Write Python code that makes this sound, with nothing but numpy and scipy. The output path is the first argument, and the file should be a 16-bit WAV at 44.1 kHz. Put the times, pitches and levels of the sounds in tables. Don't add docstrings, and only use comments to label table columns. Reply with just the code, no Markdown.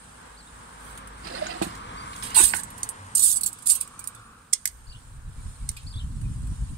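import sys
import numpy as np
from scipy import signal
from scipy.fft import rfft, irfft, next_fast_len
from scipy.io import wavfile
from scipy.ndimage import uniform_filter1d, map_coordinates

SR = 44100
rng = np.random.default_rng(int(sys.argv[2]) if len(sys.argv) > 2 else 0)


def transcribe(signal):
    frames = np.atleast_2d(signal).T
    limited = np.clip(frames, -1, 1)
    pcm = np.round(limited * 32767).astype(np.int16)
    wavfile.write(sys.argv[1], SR, pcm)


def gain_from_db(level_db):
    decades = np.asarray(level_db, float) / 20
    return 10 ** decades


N = 298943

# (time [s], level [dB])
CAR = [(0, -54), (.5, -52.5), (1.2, -48), (1.85, -44), (2.35, -42), (2.65, -48), (3.2, -50.5), (3.6, -53.5),
       (4.2, -52.5), (4.6, -64), (5, -60), (6.78, -60)]
# (frequency [Hz], width [Hz], level [dB])
RATTLE = [(2600, 530, 7), (3130, 630, 6), (3791.9, 250, 6), (4180, 120, 9), (4869, 390, 5)]


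def unit(x):
    return x / np.sqrt(np.mean(x ** 2) + 1e-20)


def along(points, hz):
    f, v = np.transpose(points)
    return np.interp(np.log(hz + 1), np.log(f + 1), v)


def curves(rows):
    s, *cols = np.transpose(rows)
    return [np.interp(np.arange(N) / SR, s, c) for c in cols]


def wobble(rate):
    knots = rng.standard_normal(int(N * rate / SR) + 4)
    return map_coordinates(knots, [np.arange(N) * rate / SR])


def grit(rate, depth_db):
    return unit(gain_from_db(depth_db * wobble(rate) + 0.49 * depth_db * wobble(rate / 5)))


def swell(rows, landing_db=60, curl=1):
    now = np.arange(N) / SR
    t = np.arange(0, N, 22)[:, None] / SR
    s, rise, hold, db, fall = np.abs(np.transpose(rows))
    early_db = 60 * np.maximum(s - t, 0) / rise
    late_db = 60 * (np.maximum(t - s - hold, 0) / fall) ** curl
    level_db = -db - early_db - 10 * np.maximum(early_db - landing_db, 0) - late_db
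    return np.interp(now, t[:, 0], np.linalg.norm(gain_from_db(level_db), axis=1))


def filtered(x, response):
    m = next_fast_len(N + 8192, True) // 2 * 2
    h = response(np.fft.rfftfreq(m, 1 / SR))
    h = h / np.sqrt(np.mean(np.abs(h) ** 2))
    return irfft(rfft(x, m) * h, m)[..., :N]


def colour(points):
    def response(hz):
        cepstrum = irfft(np.log(gain_from_db(along(points, hz)) + 1e-6))
        half = len(cepstrum) // 2
        cepstrum[1:half] *= 2
        cepstrum[half + 1:] = 0
        return np.exp(rfft(cepstrum))
    return response


def modes(table):
    def response(f):
        total = 0
        for k, (centre, width, db) in enumerate(table):
            band = 1j * f * width
            total = total + (-1) ** k * gain_from_db(db) * band / (centre * centre - f * f + band)
        return total
    return response


def pair(alike, lag, patchy_db=None):
    a, b = rng.standard_normal((2, N))
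    alike = np.clip(alike, 0, 1)
    late = a[np.clip(np.arange(N) - np.round(lag).astype(int), 0, N - 1)]
    both = np.array([alike * late + np.sqrt(1 - alike ** 2) * b, a])
    if patchy_db is None:
        return both
    z = signal.stft(both, nperseg=512)[2]
    field = uniform_filter1d(rng.standard_normal(z.shape[1:]), size=2, axis=0)
    field = uniform_filter1d(field, size=5, axis=1)
    return unit(signal.istft(z * gain_from_db(patchy_db * unit(field)), nperseg=512)[1][:, :N])


def sides(pan_db):
    g = gain_from_db(np.array([pan_db / 2, -pan_db / 2]))
    return g / np.sqrt(np.mean(g ** 2, axis=0))


def add(out, s, burst):
    i = round(s * SR)
    out[..., i:i + burst.shape[-1]] += burst[..., :N - i]


def town_rumble():
    # (frequency [Hz], level [dB])
    rumble_spectrum = [(12, -41), (20, -17), (37, -2), (96, -2), (129, -4.5), (248, -7.5), (400, -22),
                       (520, -42.5), (880, -120)]
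    lag_s = 0.14
    rumble_db, = curves([(s + lag_s, -53.5 + 0.71 * (db + 48.5)) for s, db in CAR])
    return gain_from_db(rumble_db + 3 + 1.5 * wobble(6)) * filtered(pair(.99, lag=0), colour(rumble_spectrum))


def passing_car():
    # (time [s], lag of left [samples], share common to both ports [0-1], ground comb [Hz],
    # bounce share [0-1])
    bearing = [(0, -27, 0.03, 1020, 0.13), (1, -22, 0.32, 1090, 0.28), (2.1, -23, 0.76, 1100, 0.65),
               (2.9, -15.5, 0.55, 980, 0.3514), (3.4, -14.5, 0.6, 1130, 0.3636),
               (3.8, -4.5, 0.25, 1136, 0.54), (4.3, -6, 0.55, 1260, 0.6194), (4.7, 7.5, 0, 1150, 0.097),
               (6.8, -9, 0.34, 990, 0.34)]
    # (time [s], frequency [Hz], level [dB])
    engine = [(0, 52.1, -55), (.6, 52.3, -47), (1.2, 52.4, -43.5), (1.7, 52.1, -47), (2.1, 51.4, -49.5),
              (2.4, 49.6, -61.5)]
    # (frequency [Hz], level [dB])
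    tyres = [(120, -19), (200, -20), (250, -0.5), (310, -14.5), (480, -0.5), (610, -7), (900, -2),
             (1200, -2), (1600, -0.5), (2100, -12.5), (3000, -15), (4800, -21.5), (6000, -25.5),
             (8000, -38), (13000, -120)]
    car_db, = curves(CAR)
    lag, alike, ground_hz, share = curves(bearing)
    roar = filtered(pair(alike, lag), colour(tyres))
    dull = signal.sosfiltfilt(signal.butter(3, 2600, fs=SR, output="sos"), roar)
    bounce = np.zeros((2, N))
    for k in (1, 2, 3):
        delay = (k * SR / ground_hz).astype(int)
        bounce += share ** k * dull[:, np.clip(np.arange(N) - delay, 0, N)]
    evened = (roar + bounce) / (.93 * np.sqrt(1 + share ** 2 + share ** 4 + share ** 6))
    tyre_roar = gain_from_db(car_db + 3 + 1.1 * wobble(7)) * evened
    hum_hz, hum_db = curves(engine + [(engine[-1][0] + .3, engine[-1][1], -90)])
    hum = gain_from_db(hum_db - 2.0 + 1.5 * wobble(4.98)) * np.sin(2 * np.pi * np.cumsum(hum_hz) / SR)
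    return tyre_roar + hum


def wind():
    # (frequency [Hz], level [dB])
    buffet = [(12, -17), (20, -6.5), (59, -1), (140, -13.5), (180, -38), (310, -120)]
    # (frequency [Hz], level [dB])
    flutter = [(71, -18.5), (120, -2.5), (257, -18.5), (458, -44), (553, -73), (600, -40.5), (780, -89),
               (1320, -120)]
    # (time at full force [s], hold [s], level [dB])
    gusts = [(4.899, 0, -39.5), (4.973, 0, -40.5), (5.131, 0.05756, -42.5), (5.268, 0.023, -35.5),
             (5.371, 0.15, -36.5), (5.62, 0.0096, -39.5), (5.682, 0.034, -33), (5.862, 0.00548, -32),
             (5.952, 0.017, -32), (6.041, 0.089, -33.5), (6.155, 0.171, -29), (6.381, 0.0031, -28.5),
             (6.431, 0.097, -30), (6.585, 0, -36), (6.624, 0.018, -29.5), (6.737, 0, -29.5)]
    # (time [s], peak level [dB], length [s])
    puffs = [
        (2.437, -20.5, 0.01004),
        (5.869, -30.5, 0.0057),
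        (6.367, -34, 0.0069),
        (6.624, -24, 0.0088),
    ]
    rise_s, fall_s = 0.30284, 0.13
    breeze_start_s, breeze_db, breeze_db_per_s = 4.7, -52.5, 8
    since = np.arange(N) / SR - breeze_start_s
    breeze = gain_from_db(breeze_db + breeze_db_per_s * since + 92 * np.minimum(since, 0))
    gusting = swell([(s, rise_s, hold, db, fall_s) for s, hold, db in gusts])
    buffet_db = 20 * np.log10(np.hypot(breeze, gusting))
    flutter_db = -10.0 + 0.88 * (buffet_db + 35.0)
    lumps = unit(gain_from_db(2.25 * wobble(30)))
    out = gain_from_db(buffet_db) * lumps * filtered(pair(0.89, lag=0), colour(buffet))
    out += gain_from_db(buffet_db + flutter_db) * lumps ** 1.3 * filtered(pair(.72, lag=0), colour(flutter))
    for s, db, length in puffs:
        u = np.linspace(0, 3, int(3 * length * SR))
        add(out, s, gain_from_db(db - 3.0) * np.sin(np.pi * u) * np.exp(-1.2 * u))
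    return out


def sparrows():
    # (time [s], frequency [Hz], level [dB])
    chirps = [
        [(.362, 3400, -58), (.378, 4600, -51), (.402, 4750, -52), (.408, 4200, -50), (.418, 3900, -54)],
        [(.462, 3200, -60), (.477, 3900, -55), (.49, 3400, -56)],
        [(1.366, 4400, -42), (1.4, 2900, -44)],
        [(1.968, 4550, -54), (1.99, 4750, -46), (2.025, 4600, -52)],
        [(4.867, 4150, -53), (4.877, 4750, -49), (4.884, 5000, -56), (4.894, 3400, -53)],
        [(4.913, 2700, -53), (4.922, 2900, -46), (4.926, 3100, -55)],
        [(4.894, 4250, -46), (4.907, 4800, -47), (4.916, 5100, -56), (4.926, 4300, -47), (4.933, 3200, -53),
         (4.945, 2700, -54), (4.962, 3400, -50), (4.972, 3250, -57)],
        [(5.864, 4100, -47), (5.882, 4800, -41), (5.89, 5100, -52), (5.898, 4000, -43)],
        [(5.899, 4350, -44), (5.915, 4950, -48), (5.927, 4300, -45), (5.933, 3050, -47)],
        [(5.935, 3300, -50), (5.947, 3400, -43), (5.955, 3700, -46), (5.962, 4750, -45), (5.967, 4100, -47)],
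        [(5.965, 3300, -41), (5.985, 3800, -42), (5.992, 4600, -51), (5.997, 3400, -42), (6.004, 2950, -43),
         (6.012, 3200, -45), (6.023, 2950, -47)],
    ]
    # (time [s], frequency [Hz], level [dB])
    peeps = [
        (3.99, 2420, -53),
        (4.152, 3602, -54.5),
        (5.38, 2370, -59),
        (5.608, 2320, -60),
        (6.235, 2562, -54),
    ]
    # (delay [s], level [dB])
    echoes = [(.009, -13), (.017, -14), (.031, -15)]
    peep_s, peep_sag, edge_s, flutter_db = .033, .95, .003, 2.5
    out, warble, flutter = np.zeros(N), wobble(260), wobble(300)
    far_notes = [[(s, hz, db - 3), (s + peep_s, peep_sag * hz, db - 3)] for s, hz, db in peeps]
    for note in chirps + far_notes:
        s, hz, db = np.transpose(note)
        t = np.arange(s[0], s[-1], 1 / SR)
        first = round(s[0] * SR)
        now = slice(first, first + len(t))
        glide = uniform_filter1d(np.interp(t, s, hz), size=90) * (1 + .01 * warble[now])
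        soft_ends = np.minimum(np.minimum(t - s[0], s[-1] - t) / edge_s, 1)
        size = gain_from_db(np.interp(t, s, db) + flutter_db * flutter[now]) * soft_ends
        add(out, s[0], size * np.sin(2 * np.pi * np.cumsum(glide) / SR))
    scattered = sum(gain_from_db(db) * np.roll(out, round(s * SR)) for s, db in echoes)
    out = gain_from_db(-1) * (out + scattered)
    return np.array([out, np.roll(out, 22)])


def footsteps():
    # (time [s], frequency [Hz], peak level [dB], length [s])
    footfalls = [
        (2.68, 99.8, -48, 0.1839),
        (2.96, 95.74, -41, 0.16565),
        (4.12, 111, -49, .14),
    ]
    out = np.zeros((2, N))
    for s, hz, db, length in footfalls:
        t = np.arange(int(length * SR)) / SR
        add(out, s, gain_from_db(db) * np.sin(np.pi * t / length) * np.sin(2 * np.pi * hz * t))
    return out


def sizzle():
    # (time [s], level [dB])
    frying = [(0, -55), (.8, -54), (1.1, -60), (1.3, -48.5), (1.6, -48.5), (1.85, -55.5), (2.2, -45.5),
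              (2.9, -54.5), (3.3, -47), (3.9, -55), (4.3, -58), (4.65, -59), (5, -56), (5.25, -60.5),
              (5.45, -51.5), (6.1, -55), (6.78, -52.5)]
    # (frequency [Hz], level [dB])
    fizz_spectrum = [(1180, -60), (2000, -33), (2300, -10.5), (4130, -8.5), (4630, -10.5), (6470, -9.5),
                     (8660, 2.5), (9800, -4.5), (15500, -37.5), (16100, -24), (16500, -61)]
    fizz_db, = curves(frying)
    spits = gain_from_db(1.1 * wobble(3.2)) * grit(300, depth_db=0.5)
    fizz = filtered(spits * pair(0.15, lag=19, patchy_db=3.0), colour(fizz_spectrum))
    return gain_from_db(fizz_db + 0.5) * sides(-3.0)[:, None] * fizz


def pop():
    # (time [s], peak level [dB], start frequency [Hz], end frequency [Hz], t60 [s])
    bursts = [
        (2.536, -10.5, 3578, 1480, 0.027),
        (2.538, -12.5, 1215, 870, 0.015),
    ]
    out, t = np.zeros((2, N)), np.arange(SR // 10) / SR
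    for s, db, start_hz, end_hz, t60 in bursts:
        hz = end_hz + (start_hz - end_hz) * np.exp(-t / 0.00085)
        decay = gain_from_db(db - 60 * t / t60) * np.minimum(t / 0.0011, 1)
        tone = decay * np.sin(2 * np.pi * np.cumsum(hz) / SR)
        add(out, s, sides(-13)[:, None] * [np.roll(tone, 19), tone])
    return out


def brushes():
    # (time [s], peak level [dB], t60 [s], left over right [dB])
    touches = [(2.13, -39, 0.085, -1), (2.235, -39, 0.72, -5.5), (2.348, -23, .04, -10),
               (2.44, -28.5, 0.24, -10), (2.534, -25.5, 0.046, -11), (3.689, -39.5, 0.45, -7.5),
               (3.81, -47, 0.14, 3.5), (5.765, -41.5, 0.16, -1), (5.83, -59.5, 0.03, 1)]
    out, t = np.zeros((2, N)), np.arange(SR // 6) / SR
    for s, db, t60, pan_db in touches:
        add(out, s, gain_from_db(db - 60 * t / t60) * np.minimum(t / 0.0013, 1) * sides(pan_db)[:, None])
    return filtered(out * pair(0.63, lag=12.2, patchy_db=4.0), modes(RATTLE))


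def tray():
    # (time at full force [s], rise per 60 dB [s], hold [s], level [dB], fall per 60 dB [s])
    shoves = [(1.249, 0.1, .01, -47, 1.3), (1.271, 0.12, .008, -43.5, -0.03),
              (1.3, 0.03, 0.033, -46.5, -0.1), (1.351, 0.11, .045, -42, -0.03),
              (1.425, 0.25, .015, -44, 0.3), (1.465, -0.44, .004, -43, 0.0043),
              (1.507, 0.27, 0.019, -40.5, 0.45), (1.658, 0.7, .01, -51, .5)]
    # (time [s], peak level [dB], rattle re
    # peak [dB], contact [s])
    knocks = [
        (1.6146, -21, -7, 0.00094),
        (1.6211, -26, -8, 0.00057),
        (1.6237, -26.5, -11, .0004),
        (1.6435, -35, -14, 0.00068),
        (1.664, -36, -20, 0.0021),
        (2.536, -34.5, -20, .0007),
    ]
    # (frequency [Hz], width [Hz], level [dB])
    body_modes = [(191.54, 31, 0), (332, 34, 2.5), (710, 87, 2), (1461.9, 490, -8), (2103.8, 310, -8.5)]
    # (time [s], peak level [dB], frequency [Hz])
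    jingles = [(1.243, -38.5, 4800), (1.268, -33, 4240), (1.269, -35.5, 4800), (1.323, -35, 4900),
               (1.348, -29, 4240), (1.355, -32, 1510), (1.375, -37, 5000), (1.39, -37, 2000),
               (1.41, -38, 2060), (1.5, -40, 2700), (1.52, -37, 2550), (1.555, -39, 4180),
               (1.467, -36, 3950), (1.511, -34, 4800), (1.628, -31, 4226), (1.624, -28, 2470),
               (1.621, -31, 2040)]
    # (time [s], frequency [Hz], level [dB])
    judder = [(1.25, 449.8, -63), (1.34, 525.5, -44), (1.4, 582, -53), (1.47, 688.9, -41.5),
              (1.53, 722, -32.5), (1.58, 726, -52), (1.636, 715.4, -65.5), (1.645, 718.6, -40),
              (1.665, 745, -64.5)]
    rim_db, rim_grows = -43.5, 0.48
    rim_shoves = [(s, rise, hold, rim_db + rim_grows * (db - rim_db), 0.81 * fall)
                  for s, rise, hold, db, fall in shoves]
    body = swell(shoves) * gain_from_db(4.0) * grit(150, depth_db=0.5) * pair(0.98, lag=26.0, patchy_db=1.5)
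    rim = swell(rim_shoves) * grit(200, depth_db=2.5) * pair(0.19, lag=36.0, patchy_db=2.0)
    t = np.arange(SR // 8) / SR
    for s, db, shake_db, contact in knocks:
        push = np.sin(np.pi * np.minimum(t / contact, 1))
        add(body, s, gain_from_db(db + 2.5) * np.array([np.roll(push, 28), push]))
        shake = gain_from_db(db + shake_db - 7 - 60 * t / 0.086)
        add(rim, s + 0.002, shake * rng.standard_normal((2, len(t))))
    jingle = np.zeros(N)
    for s, db, hz in jingles:
        decay = gain_from_db(db - 60 * t / 0.055) * np.minimum(t / 0.0024, 1)
        add(jingle, s, decay * np.sin(2 * np.pi * hz * t))
    start, end = judder[0], judder[-1]
    hz, db = curves([(start[0] - .05, start[1], -99)] + judder + [(end[0] + .2, end[1], -99)])
    groan = gain_from_db(db + 7.6 * wobble(80)) * np.sin(2 * np.pi * np.cumsum(hz) / SR)
    body = filtered(body, modes(body_modes)) + [np.roll(groan, 28), groan]
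    rim = filtered(rim, modes(RATTLE)) + [np.roll(jingle, 36), jingle]
    return sides(-4.5)[:, None] * body + sides(-10.5)[:, None] * rim


def clacks():
    # (time [s], peak level [dB], shine of the tips [dB], low mode [dB], rise [s])
    snaps = [(2.83, -11.5, -25, -33, 0.0014), (4.525, -22, -22, -36, 0.0038),
             (4.529, -3.5, -25, -31, 0.0038), (4.5332, -7.5, -26, -42, 0.0017),
             (4.654, -7.5, -9, -19, 0.0016), (4.673, -14.5, -16, -25, 0.0014),
             (5.6868, -15, -20, -31, 0.0039), (5.694, -29, -26, -34, .0012)]
    # (frequency [Hz], width [Hz], level [dB])
    arms = [(2100, 230, 0), (3428.7, 1400, -15), (4471.6, 620, -3), (5152.3, 1058, -3), (6524.5, 600, 3),
            (8276, 960, 6), (9080, 350, 12.5), (9080, 75.94, 8.5), (9660, 630, -0.5)]
    # (frequency [Hz], width [Hz], level [dB])
    shine = [(11360, 1386, 0), (13439, 1600, -1), (15499, 1494, -6)]
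    high, top, low = np.zeros((3, 2, N))
    t = np.arange(SR // 6) / SR
    for s, db, shine_db, low_db, rise in snaps:
        after = np.maximum(t - rise, 0)
        decay = gain_from_db(-60 * after / .02) + gain_from_db(-26 - 60 * after / .07) + gain_from_db(-42 - 60 * after / .6)
        blow = decay * np.minimum(t / rise, 1) ** 3 * sides(-7.0)[:, None]
        add(high, s, gain_from_db(db - 4.5) * blow)
        add(top, s, gain_from_db(db + shine_db) * blow)
        add(low, s, gain_from_db(db + low_db) * blow)
    top = filtered(top * pair(0.192, lag=24), lambda f: modes(shine)(f) ** 2)
    high = filtered(high * pair(0.073, lag=24, patchy_db=3.5),
                    lambda f: modes(arms[1:])(f) / (1 + 1j * (f / 11000) ** 3))
    low = filtered(low * pair(0.93, lag=21.5), modes(arms[:1]))
    return top + high + low


def tongs_on_grate():
    # (time at full force [s], rise per 60 dB [s], hold [s], level [dB], fall per 60 dB [s])
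    rim_strokes = [(.88, 0.45, 0, -50, 0.3), (2.16, -0.2, 0, -52, -0.7), (2.231, .03, .01, -36.5, .2),
                   (2.349, .02, .01, -28, .2), (2.366, .1, .026, -18, .1), (2.404, .06, .012, -19, .06),
                   (2.424, .04, .008, -21, .06), (2.547, .03, .026, -32, .07),
                   (2.586, .03, .014, -36.5, .05)]
    # (time at full force [s], rise per 60 dB [s], hold [s], level [dB], fall per 60 dB [s])
    bar_strokes = [(2.437, .03, .02, -18.5, .02), (2.459, .02, .018, -23, .16),
                   (3.152, 0.011, 0.007, -22, 0.03), (3.169, .01, .014, -21, .07),
                   (3.195, .01, .02, -21, .1), (3.228, .06, .04, -19, .2), (3.306, .06, .018, -22, .08),
                   (5.766, .01, .006, -45, .06), (3.359, 0.008, 0.011, -24.5, 0.055),
                   (3.464, 0.033, 0.0043, -25.5, 0.067), (3.667, 0.044, .004, -22, 0.091),
                   (3.699, 0.077, 0.0032, -17, 0.13), (3.811, 0.04, 0, -30, 0.07)]
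    # (time [s], peak level [dB], grate body re peak [dB], t60
    # [s])
    taps = [(1.6205, -30, 0, 0.18), (2.162, -31, 0.5, 0.017), (2.5637, -26, -27, 0.021),
            (2.5864, -47, -8, 0.03), (2.633, -20, -25, 0.023), (2.702, -29.5, -28, 0.02217),
            (2.777, -31.5, -12, 0.081), (2.8374, -29, -26, 0.065), (2.89, -17.5, -32, 0.025),
            (3.15, -22, -39, 0.021), (3.409, -16.5, -44, 0.041), (3.4328, -8, -44, 0.032),
            (3.461, -10, -42, 0.019), (3.529, -18.5, -35, 0.014), (3.586, -33.5, -14, 0.031),
            (3.6219, -37, -17, 0.077), (3.669, -23.5, -25, 0.02636), (3.7505, -20, -36, 0.074),
            (3.8094, -25, -34, 0.02), (3.8754, -26.5, -11, 0.015), (3.9911, -29, -22, 0.072),
            (4.0403, -26, -22, 0.029), (4.073, -9.5, -27, 0.014), (4.147, -36, -9.5, 0.047)]
    # (time [s], peak level [dB], grate body re peak [dB])
    ticks = [(.95, -47, -8), (0.9744, -31.5, -6), (1.072, -33.5, -7), (1.466, -45, 19.5),
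             (1.7503, -38, 6.5), (1.775, -46.5, -10), (2.224, -36.5, 9), (2.302, -34.5, 1.5),
             (2.8044, -46, -7.5), (5.713, -34.5, -10), (5.83, -48, -8), (6.2128, -40.5, -4),
             (6.4694, -39.5, -7.5)]
    # (time [s], level [dB])
    snags = [(2.3478, -15), (2.371, 2), (2.379, 6), (2.389, 3), (2.406, 1), (2.416, 7), (2.567, -10.5),
             (2.8309, -14), (2.89, -5.5), (2.44, 10), (3.1513, -7), (3.168, -4), (3.178, -5), (3.194, 0),
             (3.225, -4), (3.246, 3), (3.26, 3), (3.316, 1), (3.2655, -4), (3.305, -3), (3.3585, -8),
             (3.673, 8), (3.7, 8.5), (3.714, -17), (3.756, -6), (3.812, -1)]
    # (frequency [Hz], level [dB])
    bright = [(1180, -76), (2000, -41), (3490, -22), (4550, -17), (5670, -17), (6030, -15), (7070, -11),
              (7720, -2.5), (8820, 2.5), (12100, -17), (13100, -14), (14200, -20.5), (15700, -16),
              (16500, -31)]
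    # (frequency [Hz], level [dB])
    grate = [(180, -68), (300, -7), (560, -19), (919, -1.5), (1240, -7), (1730, -2.5), (5500, -10),
             (6500, -6.5), (8450, -12), (14300, -120)]
    # (frequency [Hz], width [Hz], level [dB])
    steel_ring = [(6233, 39.7, -13), (7540, 19, -9.5), (7940, 34.1, -5), (8000, 41.28, 6), (8560, 25, 6),
                  (8500, 39, -16), (8900, 27, -14), (9560, 32.55, -7), (9450, 49, 3.5), (10000, 44, -4),
                  (11026, 17, -17), (10500, 22, -16), (11300, 44, -0.5),
                  (6300, 40, -8), (11520, 30, -3), (12748, 30, -7), (12971, 30, -3), (13610, 40, -7.5),
                (14450, 40, -11), (15340, 30, -10)]
    tongs_pan_db, tick_pan_db, tick_t60 = -10.5, -0.5, 0.035
    rim_body_db, bar_body_db = -6.5, -33.5
    landing_db, lift_curl = 12, 1.3
    t = np.arange(SR // 6) / SR
    tongs_sides = sides(tongs_pan_db)[:, None]
    rough = grit(1100, depth_db=1.0) * tongs_sides
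    rim = swell(rim_strokes, landing_db, lift_curl)
    middle = swell(bar_strokes, landing_db, lift_curl)
    tips = gain_from_db(2.5) * (rim + middle) * rough
    bars = (gain_from_db(rim_body_db) * rim + gain_from_db(bar_body_db) * middle) * rough
    contacts = [(*row, tongs_pan_db) for row in taps] + [(*row, tick_t60, tick_pan_db) for row in ticks]
    for s, db, body_db, t60, pan_db in contacts:
        crack = gain_from_db(-12.0 - 60 * t / (0.3537 * t60))
        rattle = gain_from_db(-4.5 - 60 * t / t60)
        ring = gain_from_db(-23 - 60 * t / (4 * t60))
        blow = (crack + rattle + ring) * np.minimum(t / 0.0024, 1) ** 0.86 * sides(pan_db)[:, None]
        add(tips, s, gain_from_db(db) * blow)
        add(bars, s, gain_from_db(db + body_db - 0.5) * blow)
    tips = tips * pair(0.269, lag=19, patchy_db=5.5)
    click = np.eye(20)[[19, 0]]
    for s, db in snags:
        add(tips, s, gain_from_db(db) * tongs_sides * click)
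    hiss = filtered(tips, colour(bright))
    ringing = gain_from_db(-9.0) * filtered(tips, modes(steel_ring))
    body = filtered(bars * pair(0.069, lag=19, patchy_db=7.0), colour(grate))
    return hiss + ringing + body


def walls(x):
    # (frequency [Hz], t60 [s])
    wall_decay = [(300, 0.066), (3000, 0.14), (12000, 0.0056)]
    hz, t, z = signal.stft(rng.standard_normal((2, SR // 3)), SR, nperseg=256)
    fade = gain_from_db(-60 * t / along(wall_decay, hz)[:, None])
    tail = signal.istft(z * fade, SR, nperseg=256)[1]
    tail = np.pad(tail / np.linalg.norm(tail[0]), ((0, 0), (400, 0)))
    return signal.fftconvolve(x, tail, axes=1)[:, :N]


def scene():
    far = sparrows()
    near = pop() + tray() + clacks() + tongs_on_grate()
    reflected = walls(gain_from_db(-17.0) * near + gain_from_db(-16) * far)
    bed = town_rumble() + passing_car() + wind() + footsteps() + sizzle() + brushes()
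    return bed + far + near + reflected


def top_cut(x):
    return signal.sosfilt(signal.butter(12, 16830, fs=SR, output="sos"), x)


def record(dry):
    dry = dry + gain_from_db(-69) * rng.standard_normal(dry.shape)
    flat = dry / (1 + np.abs(dry / .82) ** 6) ** (1 / 6)
    roll_off = signal.ellip(12, .5, 70, 15720, fs=SR, output="sos")
    return top_cut(signal.sosfilt(roll_off, flat))


dry = scene()
out = record(dry)
transcribe(out)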